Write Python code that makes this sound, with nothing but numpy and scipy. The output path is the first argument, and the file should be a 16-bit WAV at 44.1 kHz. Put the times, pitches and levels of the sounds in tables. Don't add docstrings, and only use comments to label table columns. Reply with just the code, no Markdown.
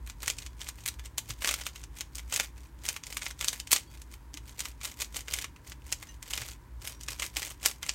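import sys
import numpy as np
from scipy import signal
from scipy.fft import rfft, irfft
from scipy.io import wavfile

SR = 44100
rng = np.random.default_rng(int(sys.argv[2]) if len(sys.argv) > 2 else 0)


def dump(signal):
    limited = np.clip(np.atleast_2d(signal).T, -1, 1)
    pcm = np.round(limited * 32767).astype(np.int16)
    wavfile.write(sys.argv[1], SR, pcm)


N = 350414
T = np.arange(N) / SR

# (time [s], level over the first 3 ms [dB], hollow body [dB], hard edge [dB])
STRIKES = [(0.0738, -43, 10, 8), (0.0984, -38, 2, -1), (0.2338, -38.5, 10, -4), (0.279, -22.5, 0.5, 1),
           (0.3005, -24.5, 0.5, 1), (0.3853, -34.5, -6, -7), (0.423, -43, 0, -8), (0.463, -39, 2, -4),
           (0.6156, -35, -1, -8), (0.6683, -42, 4, -9), (0.6877, -32.0, -2, 0), (0.8606, -27.5, 0.5, 8),
           (0.878, -28.5, 0, 10), (0.8859, -27.5, -1.0, 0), (0.9948, -42.5, 10, 3.0),
           (1.0585, -40.0, -2, -2), (1.1811, -24.5, -3.5, -0.5), (1.3054, -32, 1.5, -5.0),
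           (1.4207, -33.5, 12, 7), (1.4452, -24.0, 9, 2), (1.4743, -24, 2, -2), (1.49, -23.0, 6, -2),
           (1.5111, -26.5, 7.0, 4), (1.54, -25.5, -2.5, -0.5), (1.613, -36.5, 5, -5),
           (1.6658, -28.5, 5, 4.0), (1.7592, -41, 4.5, -2), (1.8381, -40.5, -1.5, -3), (1.986, -41, -2, 2),
           (2.0079, -29.5, 4, 4), (2.1542, -34.5, -12, 0), (2.3266, -32, 11, -6), (2.3404, -26, -9, 2.0),
           (2.3615, -23, -3, 1), (2.398, -21, 6, -2), (2.8632, -34, -6, -3), (2.888, -22.5, -3.5, -1.5),
           (2.9635, -33, 4.5, 0), (3.0366, -37, -4.0, -10.0), (3.068, -37.5, -3, 0), (3.126, -35.5, 2.0, 2),
           (3.1697, -27.5, 0, 1), (3.22, -33.5, 6, -10), (3.2642, -30, 4, -10), (3.3096, -37.5, -0.5, -5.0),
           (3.3916, -42, -4, -3), (3.4106, -27.5, 5, 1), (3.4447, -26, 1.0, 0), (3.4833, -19, -11.5, -5),
           (3.53, -32, 5.0, 5), (3.6, -31.5, -4.5, -3), (3.6728, -38.5, -4, -8), (3.7163, -17.5, -3, 9),
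           (3.7294, -12, -5, 3.0), (3.7618, -22.5, 0, -4), (4.018, -44, -4.5, 2), (4.341, -38.0, 1, 0),
           (4.3724, -38, 5, 0), (4.5932, -32.5, -4, -1), (4.6048, -28.0, -5.0, -2.0), (4.6547, -33, 6, 0.0),
           (4.813, -40.5, 7, -6.0), (4.8523, -30.5, 2.5, 3), (5.008, -32, -5, -1), (5.0217, -31, 0.5, -3),
           (5.1666, -30.5, -9, -3), (5.207, -39, -6.0, -1), (5.2819, -34.5, 10, -1),
           (5.3375, -23.5, -1.5, 1.5), (5.3871, -30.0, 2.5, 0), (5.443, -32, 9.0, -3),
           (5.562, -49.5, 12, -1), (5.7193, -40, 2.5, -20), (5.925, -23, -1.5, 0), (6.027, -39, 9.5, 7.0),
           (6.2271, -37.5, 2.0, 2), (6.3077, -35.5, 10, 14), (6.335, -26.0, 0, -5), (6.3768, -29.0, 8, 1),
           (6.418, -34.5, 6.0, -4), (6.4866, -39.5, 3.5, -4), (6.8739, -31.5, 0.5, 8),
           (7.01, -41.5, -3, -2), (7.0339, -39.5, -17, -5.0), (7.0844, -30, 6, -1), (7.1971, -30, 2, -4),
           (7.2277, -30.5, 7.5, -1), (7.3678, -24.5, 2.5, 3.0), (7.4291, -31, 2, -2.0),
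           (7.6298, -37.5, 3, 6.0), (7.6592, -15, -4, 4.0), (7.8288, -31.5, 7.5, -2), (7.864, -37, 6, 0.0),
           (7.8926, -22, -4.5, -14)]


def undb(db):
    return 10 ** (np.asarray(db) / 20)


def unit(x):
    return x / np.sqrt(np.mean(x ** 2))


def fade(t, t60):
    return np.exp(-np.log(1000) * t / t60)


def add(out, s, sound):
    i = max(0, int(s * SR))
    out[i:i + len(sound)] += sound[:max(0, N - i)]


def colour(x, points, size=2048):
    hz, db = np.transpose(points)
    bins = np.maximum(np.fft.rfftfreq(size, 1 / SR), 1)
    gain = undb(np.interp(np.log(bins), np.log(hz), db))
    cepstrum = irfft(np.log(gain))
    cepstrum[1:size // 2] *= 2
    cepstrum[size // 2 + 1:] = 0
    response = irfft(np.exp(rfft(cepstrum)))
    return signal.fftconvolve(x, response / np.linalg.norm(response))[:len(x)]


def clack(body_db, edge_db, rise_s=0.00018, snap_t60=0.0035, rebound_s=.0009, rebound_db=-5,
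          ring_t60=0.044, ring_db=-13, hollow_ring=0.24, body_hz=3400, edge_hz=9500, size=2048):
    # (frequency [Hz], relative level [dB])
    plastic = [(120, -22), (280, -13), (420, -11), (750, -9.5), (1100, -4.5), (1600, -3), (2400, 2),
               (3400, 1), (4600, -1), (6600, 2.5), (8700, -0.5), (10500, -8.5), (12800, -6.5), (16000, -17)]
    t = T[:size]
    snap, rebound, ring = rng.standard_normal((3, size))
    late = t - rebound_s * (.5 + rng.random())
    rebound = undb(rebound_db) * rebound * fade(np.abs(late), snap_t60) * (late > 0)
    rattle = undb(ring_db) * ring * fade(t, ring_t60)
    blow = snap * fade(t, snap_t60) + undb(hollow_ring * body_db) * (rebound + rattle)
    shape = []
    for hz, db in plastic:
        body = body_db / (1 + (hz / body_hz) ** 4)
        edge = edge_db / (1 + (edge_hz / hz) ** 8)
        shape.append((hz, db + body + edge))
    sound = colour(blow * (1 - np.exp(-t / rise_s)), shape, size=512)
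    return sound / np.sqrt(np.mean(sound[:128] ** 2))


def clacks(gain_db=0.33, catch_s=.0045, catch_db=-14, settle_s=.006, settle_db=-12, spread_db=2):
    out = np.zeros(N)
    for s, db, body_db, edge_db in STRIKES:
        early, late = .5 + rng.random(2)
        light_db, loose_db = spread_db * rng.uniform(-1.2, 1, 2)
        contacts = ((-catch_s * early, catch_db + light_db),
                    (0, gain_db),
                    (settle_s * late, settle_db + loose_db))
        for delay, force_db in contacts:
            add(out, s + delay, undb(db + force_db) * clack(body_db, edge_db))
    return out


def turning(grip_db=-76, take_hold_db_per_s=479, ease_db=5.5, let_go_db_per_s=498):
    # (start [s], length [s], rubbing level at the start [dB])
    turns = [(0.074, 0.035, -55), (0.228, 0.099, -45), (0.388, 0.07, -50.0), (0.612, 0.084, -49),
             (0.78, 0.13, -54), (1.052, 0.0083, -53), (1.303, 0.008, -41), (1.441, 0.084, -35),
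             (1.567, 0.114, -44.5), (1.748, 0.097, -58), (1.973, 0.024, -51), (2.178, 0.018, -44),
             (2.328, 0.11, -35.5), (2.575, 0.1, -60), (2.849, 0.12, -44), (3.073, 0.12, -48),
             (3.234, 0.066, -43.5), (3.426, 0.15, -44), (3.755, 0.008, -30.0), (3.915, 0.12, -58),
             (4.138, 0.008, -49), (4.479, 0.036, -49), (4.597, 0.096, -45), (4.841, 0.074, -42),
             (5.018, 0.014, -33.5), (5.169, 0.013, -35), (5.311, 0.12, -40), (5.679, 0.04, -49),
             (5.874, 0.051, -52.5), (6, 0.15, -58), (6.287, 0.24, -44), (6.842, 0.086, -43.5),
             (7.008, 0.05, -59), (7.108, 0.035, -40), (7.225, 0.036, -36.5), (7.379, 0.13, -39.5),
             (7.656, 0.044, -35), (7.868, 0.062, -46)]
    power = np.full(N, undb(grip_db) ** 2)
    for s, length, db in turns:
        near = slice(max(0, int((s - .2) * SR)), int((s + length + .2) * SR))
        t = T[near] - s
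        drop_db = take_hold_db_per_s * np.maximum(-t, 0)
        drop_db += ease_db * np.clip(t / length, 0, 1)
        drop_db += let_go_db_per_s * np.maximum(t - length, 0)
        power[near] += undb(db - drop_db) ** 2
    return np.sqrt(power)


def friction(wedge_db=-19, wedge_s=0.0031, freed_db=-4, freed_s=.008):
    power, freed = turning() ** 2, np.zeros(N)
    t = T[:1024]
    for s, db, _, _ in STRIKES:
        add(power, s - t[-1], undb(db + wedge_db) ** 2 * np.exp(-t[::-1] / wedge_s))
        add(freed, s, np.exp(-t / freed_s))
    return np.sqrt(power) * undb(freed_db * freed)


def sliding(slips_per_s=600, scatter_db=4.0, slip_t60=0.0099, smooth_db=-10, gain_db=-1.5):
    # (frequency [Hz], relative level [dB])
    rubbing = [(150, -27.5), (400, -0.5), (1200, -3.5), (2400, 0), (4600, -2.5), (6800, 0), (9000, -0.5),
               (10500, -9), (13000, -5), (16000, -12)]
    t, pieces, variety_db = T[:512], 20, 4
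    chatter = np.zeros(N)
    for _ in range(pieces):
        slips = rng.random(N) < slips_per_s / pieces / SR
        force = undb(scatter_db * np.minimum(rng.exponential(size=N), 3.5))
        own_colour = [(hz, variety_db * rng.standard_normal()) for hz, _ in rubbing]
        ring = colour(rng.standard_normal(len(t)) * fade(t, slip_t60), own_colour, size=512)
        chatter += signal.oaconvolve(slips * force, unit(ring))[:N]
    smooth = undb(smooth_db) * rng.standard_normal(N)
    rub = colour(unit(chatter) + smooth, rubbing)
    return unit(rub) * undb(gain_db) * friction()


def snags(above_db=4.5, spread_db=3, colour_db=5.0, count=330):
    out, push = np.zeros(N), turning()
    places = ((np.arange(count) + rng.random(count)) * (N - 1) / count).astype(int)
    chance = np.clip(rng.standard_normal((count, 3)), -2, 2)
    for i, (force, body, edge) in zip(places, chance):
        level = push[i] * undb(above_db + spread_db * force)
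        add(out, T[i], level * clack(colour_db * body, colour_db * edge))
    return out


def loose_pieces(per_s=5, level_db=-57, spread_db=3):
    out = np.zeros(N)
    chance = spread_db * rng.standard_normal((120, 3))
    times = np.cumsum(rng.exponential(size=len(chance))) / per_s
    for s, (force_db, body_db, edge_db) in zip(times, chance):
        add(out, s, undb(level_db + force_db) * clack(2 * body_db, edge_db))
    return out


def shell(x, t60=0.038, ring_db=-50):
    # (frequency [Hz], relative level [dB])
    modes = [(2083, 6.5), (2400, -3), (3060, 0.5), (3450, -7), (6630, -4), (6905, -6)]
    t = T[:4096]
    ring = sum(undb(db) * np.cos(2 * np.pi * hz * t) for hz, db in modes) * fade(t, t60)
    return x + undb(ring_db) * signal.oaconvolve(x, ring)[:N]


def pings(table, rise_s):
    out, t = np.zeros(N), T[:SR // 2]
    for s, hz, db, t60 in table:
        tone = np.sin(2 * np.pi * hz * t) * fade(t, t60)
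        add(out, s, undb(db) * tone * (1 - np.exp(-t / rise_s)))
    return out


def springs():
    # (time [s], frequency [Hz], level [dB], t60 [s])
    spring_tones = [(.465, 3370, -64, .36), (.465, 4700, -68, .36), (.995, 1730, -59, 0.15),
                    (.995, 3483, -62, .25), (3.87, 3305, -63, .36), (3.87, 4560, -61, .36),
                    (6.087, 1860, -51, 0.1), (6.087, 2850, -51.5, .15), (6.087, 3984, -55, .12),
                    (6.087, 6100, -41, .07), (6.93, 5712, -56, .3)]
    return pings(spring_tones, rise_s=0.0026)


def bumps():
    # (time [s], frequency [Hz], level [dB], t60 [s])
    bump_tones = [(1.298, 117, -23.5, 0.076), (1.303, 318, -39, 0.067), (1.47, 285, -40, .075),
                  (3.73, 278, -42, 0.083), (4.34, 303, -35.5, 0.071), (6.41, 115, -31, 0.092),
                  (7.085, 295, -42.5, .075), (7.367, 305, -34, 0.063)]
    return pings(bump_tones, rise_s=0.0095)


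TOP_HZ = 16000


def room(x, desk_s=.0036, desk_db=-18, near_db=-17, near_t60=0.034, tail_db=-17, tail_t60=0.2,
         treble_t60=0.2, split_hz=8000):
    t = T[:SR // 2]
    near, far = rng.standard_normal((2, len(t)))
    near = near * fade(t, near_t60) * (t > desk_s)
    low_pass = signal.butter(2, min(split_hz, TOP_HZ), fs=SR, output="sos")
    low = signal.sosfilt(low_pass, far)
    tail = low * fade(t, tail_t60) + (far - low) * fade(t, treble_t60)
    tail = tail * (t > .011)
    response = undb(near_db) * near / np.linalg.norm(near)
    response += undb(tail_db) * tail / np.linalg.norm(tail)
    response[int(desk_s * SR)] += undb(desk_db)
    return x + signal.oaconvolve(x, response)[:N]


def air(level_db=-56):
    # (frequency [Hz], relative level per Hz [dB])
    air_colour = [(22, -20), (45, 2), (85, 4), (130, 5.5), (190, -4.5), (300, -1.5), (430, -11.5),
                  (750, -18), (960, -6), (1200, -16), (1700, -15), (3000, -26.5), (7000, -30), (16000, -31)]
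    return undb(level_db) * unit(colour(rng.standard_normal(N), air_colour, size=8192))


def hum(steady=0.61):
    # (frequency [Hz], offset where the noise is 12 dB down [Hz], level before the swell [dB])
    bands = [(57.9, 19, -48.5), (110.6, 14, -63)]
    # (time [s], gain [dB])
    swell = [(0, 3.5), (1.7, 1), (2.8, -0.5), (3.6, -3), (4.7, -0.5), (6, 0.5), (7.95, 0.5)]
    out, bins = np.zeros(N), np.fft.rfftfreq(N, 1 / SR)
    swell_db = np.interp(T, *np.transpose(swell))
    for hz, width, db in bands:
        resonance = 1 / (1 + ((bins - hz) / width) ** 2) ** 2
        waver = unit(irfft(rfft(rng.standard_normal(N)) * resonance, N))
        tone = steady * np.sqrt(2) * np.sin(2 * np.pi * hz * T)
        out += undb(db + swell_db) * unit(waver + tone)
    return out


def scene():
    contacts = clacks() + sliding() + snags() + loose_pieces()
    cube = shell(contacts) + springs() + bumps()
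    return (room(cube) + air() + hum())[None]


def record(dry):
    ceiling, bottom_hz = .7, 36
    high_pass = signal.butter(4, bottom_hz, "high", fs=SR, output="sos")
    sound = signal.sosfilt(high_pass, dry)
    rounded = ceiling * np.tanh(sound / ceiling)
    low_pass = signal.ellip(10, .2, 80, TOP_HZ, fs=SR, output="sos")
    return signal.sosfilt(low_pass, rounded)


dry = scene()
out = record(dry)
dump(out)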